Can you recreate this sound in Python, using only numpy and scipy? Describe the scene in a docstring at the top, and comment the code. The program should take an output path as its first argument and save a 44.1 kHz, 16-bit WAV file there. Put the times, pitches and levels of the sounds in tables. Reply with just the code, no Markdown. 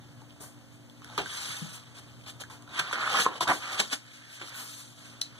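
"""A stiff page of a hardcover book slides and turns under a hand: grainy friction noise with slips.
The lifted page adds a hollow resonance, a low flap and small pops; skin and edges scrape in short bursts.
Paper snaps and soft cover bumps are decaying tone pairs with a noise crack; random taps make the walls.
Behind lie room hiss, a far rumble and a faint wavering mains hum.
Two close microphone ports are subtracted crosswise into a left and a right beam."""
import sys
import numpy as np
from scipy import signal
from scipy.fft import rfft, irfft, next_fast_len
from scipy.io import wavfile
from scipy.ndimage import uniform_filter1d

SR = 44100
rng = np.random.default_rng(int(sys.argv[2]) if len(sys.argv) > 2 else 0)


def master(y):
    """Save y as 16-bit WAV."""
    cut = np.clip(np.atleast_2d(y).T, -1, 1)
    pcm = np.round(cut * 32767)  # scale
    wavfile.write(sys.argv[1], SR, pcm.astype(np.int16))


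N = 237919  # length in samples

# All source levels are set ahead of the ports, beams and gain control.
# room hiss colour: f/Hz, level/dB
HISS_COLOUR = [(30, 14.5), (70, 1.5), (130, 15), (300, -6), (600, -6), (1200, -16.5), (3000, -18),
               (6000, -18.5), (10000, -26), (15000, -29)]
# mains hum lines: f/Hz, level/dB (rms, before the waver)
HUM_LINES = [(119.8, -48), (241, -59), (292, -58), (351, -71), (539, -79), (661, -77.5)]
# far rumble: t/s, level/dB
RUMBLE_LEVEL = [(0, -50), (1.0, -58), (1.17, -46), (1.5, -49), (1.65, -54), (1.85, -57), (2.0, -47.5),
                (2.7, -52.5), (3.4, -51), (3.72, -47), (4.15, -73), (4.5, -60), (5.39, -55)]
# decay of the wall reflections: f/Hz, t60/s
WALL_DECAY = [(200, 0.3), (1500, 0.096), (5000, 0.18), (14000, 0.14)]
# likeness of diffuse sound at the two ports: f/Hz, likeness (-1 to 1)
PORT_LIKENESS = [(200, 0.86), (400, 0.7), (1050, 0.66), (1500, 0.36), (2000, -0.34), (2500, 0.29),
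                 (3300, -0.81), (4500, -0.91), (6000, -0.0097)]
# soft bumps through the cover: t/s, level/dB, ring f/Hz, t60/s
COVER_BUMPS = [(0.221, -41.5, 288, 0.048), (.409, -46.5, 433, 0.11), (.4355, -43, 600, 0.026),
               (1.181, -33, 272, 0.1), (1.184, -25, 404, 0.083), (1.192, -32, 615, .05),
               (1.487, -29, 170, 0.07), (1.6175, -17, 170, 0.035), (1.6235, -17, 165, 0.035),
               (1.638, -30, 175, 0.07), (2.795, -25.5, 158, 0.077), (3.144, -35, 277, .07),
               (3.263, -7.5, 363, 0.02), (3.497, -31, 273, 0.3), (3.408, -26, 330, .06),
               (3.796, -17, 210, 0.052), (3.803, -22.5, 424, 0.045), (3.926, -28, 271, 0.073),
               (4.416, -30, 258, 0.042)]
# paper snaps and light taps: t/s, level/dB, ring f/Hz, t60/s, crack over ring level/dB
PAPER_SNAPS = [(.218, -42, 900, 0.015, -6), (.307, -41, 3220, 0.008, -18), (.4085, -42, 8600, .01, -15),
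               (.4185, -41, 8700, .01, -15), (.898, -42.5, 3450, .01, 0), (1.0195, -39, 1190, .012, -8),
               (1.0455, -36, 1600, .008, 3), (1.1, -36, 865, .012, -9), (1.1778, -24, 1100, 0.01, 2),
               (1.1786, -24, 3700, .008, -8), (1.1787, -18, 1220, .012, -15), (1.181, -18, 1200, .013, -20),
               (1.187, -24, 950, .025, -8), (1.202, -27, 800, .03, -15), (1.219, -31, 3600, .012, -6),
               (1.2595, -23.5, 1550, 0.012, -12), (1.2603, -31, 3200, .008, -8),
               (2.211, -47, 2400, 0.0088, -15), (2.239, -44, 3170, 0.013, -8),
               (2.437, -32, 1630, 0.013, -8), (2.5, -40, 1100, .012, -8), (2.512, -54, 5900, .15, -20),
               (2.6232, -46, 6800, 0.008, 4), (2.677, -42, 1400, 0.02, -10), (2.692, -44, 3800, .012, -6),
               (2.7475, -34, 3400, .01, -6), (2.7968, -17, 3100, .012, -6), (2.7972, -17, 1600, .012, -15),
               (2.8015, -22, 950, .012, -15), (2.813, -25, 1400, .012, -10),
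               (2.9115, -21, 1100, 0.014, -13), (2.9284, -12, 1400, 0.007, -8),
               (2.9425, -21, 1450, .012, -15), (2.9465, -22, 1300, .012, -10), (2.957, -21, 1350, .01, -15),
               (2.984, -18, 1350, .015, -25), (2.998, -20, 1300, .012, -25), (3.008, -21, 1350, .012, -25),
               (3.028, -21, 1350, .015, -25), (3.035, -17.5, 1390, 0.014, -28),
               (3.0415, -18, 1400, .015, -25), (3.057, -24, 3300, .012, -10), (3.062, -17, 1450, .012, -20),
               (3.068, -17, 1500, .01, -20), (3.0755, -14, 1320, 0.014, -16), (3.102, -18, 1250, .012, -20),
               (3.131, -20, 800, .014, -10), (3.1452, -13, 1180, 0.014, -18), (3.149, -13, 1150, .018, -20),
               (3.17, -11, 3090, 0.012, -13), (3.189, -6, 1360, 0.01, -12), (3.2445, -22, 3300, .012, -4),
               (3.262, -11, 1038, 0.012, -36), (3.2638, -2, 1050, .013, -20), (3.2715, -20, 1100, .03, -25),
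               (3.4088, -12, 1000, 0.025, -12), (3.4095, -17, 3500, .014, -8), (3.455, -26, 950, .04, -20),
               (3.4715, -16, 1200, 0.014, -26), (3.476, -23, 3400, .008, -6),
               (3.4935, -10, 1000, .013, -20), (3.5005, -13, 1150, .013, -15),
               (3.5125, -10, 1150, .018, -25), (3.5185, -13, 1050, .018, -25), (3.8, -11, 3900, .014, -10),
               (3.811, -20, 1500, .012, -10), (3.815, -21, 1100, .015, -12), (3.9, -30, 3300, .015, -15),
               (3.928, -19, 1400, .012, -12), (3.9302, -13, 3400, .012, -1),
               (4.415, -22.5, 1260, 0.0066, -14), (4.4158, -32, 3500, .007, -6),
               (4.484, -34, 1350, .012, -10), (4.55, -34, 1500, .012, -12), (5.2137, -27, 9300, .008, -6),
               (5.2138, -39, 14300, .005, -20), (5.2142, -18, 5800, 0.006, -14),
               (5.2164, -9.5, 4150, 0.007, -30), (5.2184, -18, 4000, .0045, -30)]
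# finger and page-edge scrapes: t/s, level/dB, rise/s, hold/s, t60/s, tilt/(dB per octave),
# hollow over scrape level/dB
EDGE_SCRAPES = [(0.407, -47.5, 0.0036, 0.033, 0.28, 8, -8), (0.723, -64, .005, 0.035, 0.087, 2, -4),
                (1.1786, -25.5, 0.00052, 0.0018, 0.17, -7.5, -8.5),
                (1.731, -46.5, 0.0036, 0.035, 0.025, 6.5, -35),
                (1.985, -47.5, 0.039, 0.0056, 0.057, -1, -9), (2.263, -49, 0.0032, 0.011, 0.087, -4.5, -11),
                (2.278, -45, 0.004, 0.024, 0.067, -1, -10.5), (2.405, -41.5, 0.0048, 0.016, 0.035, 0, -6),
                (2.5, -52.5, 0.0023, 0.033, 0.28, 0.5, -1.5), (2.7933, -22, 0.0026, 0.005, 0.027, -3, -6.5),
                (2.9298, -28, 0.00039, 0.0036, 0.057, -6, -4), (3.153, -34.5, 0.0021, 0.005, 0.17, 0, 8),
                (3.17, -44, 0.0024, 0.0027, 0.036, 3, -10), (3.193, -33, 0.0016, 0.005, 0.08, -8, -4),
                (3.406, -26, 0.00069, 0.031, 0.034, -2.5, -5), (3.476, -26, 0.0011, 0.003, 0.094, -5.5, 2),
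                (3.49, -29, 0.0064, 0.028, 0.05, -1, 8), (3.531, -32, .006, .02, 0.18, 1, -0.5),
                (3.719, -34.5, 0.0036, 0.028, 0.1, -0.5, -7),
                (3.801, -14.5, 0.0078, 0.0015, 0.037, -3, -12), (3.931, -23, 0.011, 0.0014, 0.071, 0, -8),
                (4.133, -50, .005, 0.04, .092, 1, -18), (4.33, -46.5, 0.028, 0.041, 0.055, 2, -19),
                (4.415, -40, 0.0024, 0.0067, 0.12, -8, -5), (4.558, -43.5, 0.019, 0.081, 0.3, 10, -12.5),
                (4.782, -48, 0.019, 0.03, 0.17, 8, -13), (5.2138, -30, .0002, .004, .01, 1, -30),
                (5.221, -53, 0.001, 0.026, 0.24, -4, -27)]
# colour of the paper fibres: f/Hz, level/dB
FIBRE_COLOUR = [(90, -15), (500, -13), (1200, -23), (2200, -1), (3300, 8), (5500, 4), (8000, 0),
                (11000, -3.5), (15000, -16.5)]
# hand and page sliding: t/s, rub level/dB, lift (hollow over rub) level/dB, hollow f/Hz
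PAGE_SLIDE = [(0, -63.5, -4, 1140), (.4, -65.5, -5, 920), (.95, -67, -6.5, 1140), (1.06, -56, -3, 1240),
              (1.25, -43.5, -6, 1260), (1.36, -37.5, -9.5, 1460), (1.52, -36.5, -8.5, 1570),
              (1.64, -45, -8.5, 1250), (1.77, -48.5, -8.5, 1260), (1.82, -56.5, -5, 1260),
              (2.25, -61, -6.5, 1080), (2.66, -65.5, -2, 980), (2.783, -34, -3, 1420),
              (2.83, -42, -0.5, 1340), (2.91, -38, -1.5, 1420), (2.925, -41, -10, 1400),
              (2.94, -39.5, -0.5, 1360), (2.97, -36.5, 1, 1250), (3.05, -33, -0.5, 1390),
              (3.1, -30.5, -3, 1270), (3.14, -27.5, -3, 1150), (3.208, -19.5, -6, 1320),
              (3.245, -30.5, -9.5, 1280), (3.256, -29.5, 0, 1160), (3.29, -43.5, 3, 905),
              (3.38, -39, -4, 930), (3.395, -52.5, -0.5, 1010), (3.46, -46, -1, 915),
              (3.585, -41.5, -8.5, 1030), (3.63, -35, -3.5, 1370), (3.77, -34.5, -2.5, 1270),
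              (3.87, -40.5, -7.5, 1340), (3.97, -52.5, -6, 1570), (4.379, -50, -5, 1690),
              (4.44, -45, -6, 1400), (4.495, -41, -9.5, 1440), (4.508, -48.5, -2.5, 1480),
              (4.6, -38.5, -7.5, 1460), (4.63, -46, -6, 1360), (4.7, -43.5, -12.5, 1500),
              (4.95, -57, -9.5, 1190), (5.06, -50, -8, 1450), (5.2, -56.5, -5.5, 1280),
              (5.31, -59, -3.5, 1410), (5.39, -52.5, -5.5, 1230)]
# the way round the housing to the second port: f/Hz, lag/rad (before it wanders)
PORT_LAG = [(900, 0), (1250, .3), (1700, 2.1), (2400, 3.14), (3150, 6.7), (4500, 9.4), (5800, 13.2),
            (7100, 17.5), (8400, 21), (9700, 24.6), (11000, 27.5), (15000, 38)]
# second port against the first: f/Hz, level/dB
FAR_PORT_GAIN = [(130, -1), (400, -4.5), (1000, -4), (1700, 3), (2450, 3), (3100, -2.5), (4500, -21),
                 (7000, 3.5), (12000, 0)]
# strength of the subtracted port: f/Hz, level/dB
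CROSS_GAIN = [(2700, -0.46), (3700, 1), (5100, -1.5), (6500, -6), (8500, -4.5), (10300, -5.5), (11500, -11),
              (12500, -9), (13300, -3), (14500, -8)]
# left beam over right: f/Hz, level/dB
BEAM_LEAN = [(2600, 0), (5100, 2), (8000, 2.5), (10500, 2), (12900, 0)]
# bands where what the beams share is removed: f/Hz, half width/Hz
CENTRE_BANDS = [(2530, 230), (12850, 300)]

HISS_DB, WALLS_DB, THUMP_CRACK_DB = -50.5, -7.0, -30
UNEVEN_DB, PATCHY_DB = 1.0, 1.4  # rms wander of the rub
BRIGHT_DB, DULL_PER_LIFT = -8.5, 0.94  # treble tilt in dB per octave; a lifted page sounds duller
# the wider the gap, the lower the hollow and the more the sheet flaps
FLAP_DB, FLAP_DB_PER_OCTAVE, SHUT_HZ = -26.5, 29, 1260
POPS_PER_S, POP_SPREAD_DB = 260., 4.  # the bending sheet buckles in small pops
POP_DB, POP_PER_LIFT = -9.5, 2.5  # pops over the rub; a lifted page pops more
HOLLOW_WIDTH_HZ, SCRAPE_HOLLOW_WIDTH_HZ, POP_WIDTH_HZ = 1710, 2200, 380  # of each resonator pass
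BEAM_DELAY_S, LOW_CUT_HZ, EDGE_HZ = .000391, 55, 15420


def amp(db):
    """dB to gain."""
    return 10 ** (np.asarray(db) / 20)


def evened(x):
    """Scales to rms 1."""
    return x / np.sqrt(np.mean(x ** 2) + 1e-20)


def read(points, hz):
    """Reads a table on a log-frequency axis."""
    f, value = np.transpose(points)
    return np.interp(np.log(hz + 1), np.log(f + 1), value)


def add(mix, s, sound):
    """Mixes a sound in at time s."""
    part = mix[round(s * SR):][:len(sound)]
    part += sound[:len(part)]


def shaped(x, response):
    """Filters x by a function of frequency."""
    size = next_fast_len(x.shape[-1] + 512)
    spectrum = rfft(x, size) * response(np.fft.rfftfreq(size, 1 / SR))
    return irfft(spectrum, size)[..., :x.shape[-1]]


def drift(count, size):
    """Slow random wander of rms 1."""
    once = uniform_filter1d(rng.standard_normal(count), size)
    return evened(uniform_filter1d(once, size))


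def patchwork(shape, bins):
    """Random patches of rms 1 over frequency and time, a few bins high and 5 frames long."""
    smooth = uniform_filter1d(rng.standard_normal(shape), size=5, axis=1)
    return evened(uniform_filter1d(smooth, size=bins, axis=0))


def resonate(x, hz, width_hz):
    """A gliding resonator: shifts the curve hz down to zero, smooths, and shifts back."""
    turn = np.exp(2j * np.pi * np.cumsum(hz) / SR)
    r = np.exp(-np.pi * width_hz / SR)
    return 2 * (turn * signal.lfilter([1 - r], [1, -r], x / turn)).real


def hollow_of(drive, pitch_hz, width_hz):
    """A broad, steep resonance of rms 1 from two resonator passes, as in the air gap under the page."""
    once = resonate(drive, pitch_hz, width_hz)
    return evened(resonate(once, pitch_hz, width_hz))


def random_sizes(count, spread_db, most):
    """Pulse sizes of random sign whose dB values follow a capped exponential law."""
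    size = amp(spread_db * np.minimum(rng.exponential(1, count), most))
    return size * rng.choice([-1, 1], count)


def grit(count, slips_per_s, spread_db, share):
    """Smooth friction noise plus stick-slip clicks of very uneven size."""
    # only some samples hold a slip
    slips = random_sizes(count, spread_db, most=3.5) * (rng.random(count) < slips_per_s / SR)
    return evened(rng.standard_normal(count) + share * evened(slips))


def diffuse(pair):
    """Makes two unrelated signals as alike as diffuse sound is at the two ports."""
    def like(hz):
        return np.clip(read(PORT_LIKENESS, hz), -1, 1)
    far = shaped(pair[0], like) + shaped(pair[1], lambda hz: np.sqrt(1 - like(hz) ** 2))
    return np.array([pair[0], far])


def room_hiss():
    """Steady coloured noise arriving at the two ports as a diffuse field."""
    noise = shaped(rng.standard_normal((2, N)), lambda f: amp(read(HISS_COLOUR, f)))
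    return amp(HISS_DB) * evened(diffuse(noise))


def mains_hum():
    """Steady-pitched sine lines, each wavering in level on its own."""
    t, hum = np.arange(N) / SR, np.zeros(N)
    for hz, db in HUM_LINES:
        waver_db = 2.8 * drift(N, size=1500)
        hum += amp(db + waver_db) * np.sqrt(2) * np.sin(2 * np.pi * (hz * t + rng.random()))
    return hum


def far_rumble():
    """Noise through a low resonance, following a level curve."""
    rumble = hollow_of(rng.standard_normal(N), np.full(N, 82.), 99)
    return rumble * amp(np.interp(np.arange(N) / SR, *np.transpose(RUMBLE_LEVEL)))


def walls(x):
    """Sparse taps of random sign, each band dying at its own speed; the paths change as the book moves."""
    out, turn = np.zeros((2, N)), 2 * np.pi * 1.31 * np.arange(N) / SR
    for k in range(3):
        taps, at = np.zeros((2, SR // 3)), np.arange(100, SR // 3 - 20, 20)
        at = at + rng.integers(0, 20, (2, len(at)))
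        np.put_along_axis(taps, at, rng.choice([-1., 1.], at.shape), 1)
        hz, t, z = signal.stft(taps, SR, nperseg=256)
        z *= amp(-60 * t / read(WALL_DECAY, hz)[:, None])
        tail = diffuse(signal.istft(z, SR, nperseg=256)[1])
        # the three tails take turns at steady total power
        fed = x * np.sqrt(2 / 3) * np.cos(turn + np.pi * k / 3)
        out += signal.fftconvolve(fed[None], tail / np.linalg.norm(tail[0]), axes=1)[:, :N]
    return out


def knocks(table, soft_cycles, spread):
    """Each blow cracks briefly and rings a pair of tones, spread apart as a ratio, after a soft start."""
    out, t = np.zeros(N), np.arange(0, .2, 1 / SR)
    for s, db, hz, t60, crack_db in table:
        ring = np.sin(2 * np.pi * hz * t) + 0.25 * np.sin(2 * np.pi * hz * spread * t)
        ring *= amp(-60 * t / max(t60, .003)) * (1 - np.exp(-t * hz / soft_cycles))
        splinters = rng.standard_normal(len(t)) * amp(-60 * t / 0.0045)
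        sharp_break = np.arange(len(t)) == 8  # a single sample
        burst = 2.6 * (splinters / np.linalg.norm(splinters) + sharp_break)
        crack = shaped(burst, lambda f: amp(read(FIBRE_COLOUR, f)))
        add(out, s, amp(db) * (ring + amp(crack_db) * crack))
    return out


def cover_thumps():
    """Low knocks through the cover, with a second tone below the first and a faint crack."""
    return knocks([(*row, THUMP_CRACK_DB) for row in COVER_BUMPS], soft_cycles=0.5, spread=0.59)


def paper_snaps():
    """Snaps and taps of the sheet, with a second tone just above the first."""
    return knocks(PAPER_SNAPS, soft_cycles=0.66, spread=1.2)


def scrapes():
    """Bursts of grit that swell, hold and die, and sound in the hollow under the page."""
    out, t = np.zeros(N), np.arange(-.04, .26, 1 / SR)
    times, _, _, hollow_hz = np.transpose(PAGE_SLIDE)
    for s, db, rise, hold, t60, tilt_db, hollow_db in EDGE_SCRAPES:
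        drive = grit(len(t), 3000., spread_db=3., share=.7)

        def colour(f):
            return amp(read(FIBRE_COLOUR, f) + tilt_db * np.log2(np.maximum(f, 350) / 3000))
        burst = evened(shaped(drive, colour))
        pitch_hz = np.interp(s + t, times, hollow_hz)
        burst += amp(hollow_db) * hollow_of(drive, pitch_hz, SCRAPE_HOLLOW_WIDTH_HZ)
        swell = np.exp(np.minimum(t, 0) / max(rise, 1e-4))
        decay = amp(-60 * np.maximum(t - hold, 0) / max(t60, .01))
        add(out, s + t[0], amp(db) * swell * decay * burst)
    return out


def rubbed_fibres(drive, s, rub_db, bright_db):
    """Grit coloured by the paper fibres, with treble tilt and level moving as the page slides."""
    coloured = evened(shaped(drive, lambda f: amp(read(FIBRE_COLOUR, f))))
    hz, frames, z = signal.stft(coloured, SR, nperseg=256)
    octaves = np.clip(np.log2((hz + 1) / 3800), -.4, 1.6)[:, None]
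    z *= amp(np.interp(frames, s, rub_db) + octaves * np.interp(frames, s, bright_db))
    z *= amp(PATCHY_DB * patchwork(z.shape, bins=9))  # fibres catch now here, now there
    return signal.istft(z, SR, nperseg=256)[1][:N]


def buckling_pops(pitch_hz):
    """Random pulses of the bending sheet, ringing narrowly near the wandering hollow pitch."""
    pulses = random_sizes(N, POP_SPREAD_DB, most=3) * (rng.random(N) < POPS_PER_S / SR)
    return hollow_of(pulses, pitch_hz * (1 + 0.048 * drift(N, size=200)), POP_WIDTH_HZ)


def page_slide():
    """One friction drive sounds the fibres, the hollow and the flapping sheet; pops ride on top."""
    s, rub_db, lift_db, hollow_hz = np.transpose(PAGE_SLIDE)
    bright_db = BRIGHT_DB - DULL_PER_LIFT * lift_db
    flap_db = FLAP_DB + lift_db + FLAP_DB_PER_OCTAVE * np.log2(SHUT_HZ / hollow_hz)
    pop_db = POP_DB + POP_PER_LIFT * lift_db
    t = np.arange(N) / SR
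    pitch_hz = np.interp(t, s, hollow_hz)
    drive = grit(N, 2500., spread_db=3., share=.45)
    drive *= amp(UNEVEN_DB * drift(N, size=300))  # uneven pressure
    out = rubbed_fibres(drive, s, rub_db, bright_db)
    hollow = hollow_of(drive, pitch_hz, HOLLOW_WIDTH_HZ)
    flap = hollow_of(drive, np.full(N, 480.), 490)
    for layer, over_rub_db in ((hollow, lift_db), (flap, flap_db), (buckling_pops(pitch_hz), pop_db)):
        out += layer * amp(np.interp(t, s, rub_db + over_rub_db))
    return out


def second_port(book):
    """The book arrives later here, by a lag that grows with frequency and shifts as hands move."""
    hz, frames, z = signal.stft(book, SR, nperseg=256)
    lag = np.outer(np.interp(hz, *np.transpose(PORT_LAG)), 1 + .04 * drift(len(frames), size=16))
    # a page sounds from many spots at once, which scatters the treble phase
    lag += np.clip((hz[:, None] - 1900) / 1400, 0, 1.1) * patchwork(z.shape, bins=5)
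    return signal.istft(z * np.exp(-1j * lag), SR, nperseg=256)[1][:N]


def scene():
    """The book, its walls and the room air at both ports; the housing shades the second."""
    book = cover_thumps() + paper_snaps() + scrapes() + page_slide()
    air = room_hiss() + mains_hum() + far_rumble()
    ports = np.array([book, second_port(book)]) + amp(WALLS_DB) * walls(book) + air
    return np.array([ports[0], shaped(ports[1], lambda f: amp(read(FAR_PORT_GAIN, f)))])


def record(dry):
    """Crosswise delay-and-subtract beams, slow gain control, low cut and band limit."""
    def cross(f):
        return amp(read(CROSS_GAIN, f)) * np.exp(-2j * np.pi * f * BEAM_DELAY_S)

    def lean_and_low_cut(f):
        lean = amp(np.outer([.5, -.5], read(BEAM_LEAN, f)))
        return lean * f ** 2 / np.hypot(f ** 2, LOW_CUT_HZ ** 2)

    def centre(f):
        return sum(np.exp(-((f - hz) / width_hz) ** 4) for hz, width_hz in CENTRE_BANDS)
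    beams = shaped(dry - shaped(dry[::-1], cross), lean_and_low_cut)
    beams = beams - shaped(beams.mean(0), centre)
    power = abs(uniform_filter1d((beams ** 2).mean(0), 2000))
    power_db = 10 * np.log10(power + 1e-12)
    fall = np.arange(N) * 10.0 / SR  # the held level falls 10 dB a second
    held_db = np.maximum.accumulate(power_db + fall) - fall
    over_db = np.maximum(held_db + 36.0, 0)  # threshold -36 dB
    ducked = beams / amp(0.32 * uniform_filter1d(over_db, 2000))
    band_limit = signal.firwin(301, EDGE_HZ, window=("kaiser", 9), fs=SR)
    return signal.oaconvolve(ducked, band_limit[None], "same")


dry = scene()
out = record(dry)
master(out)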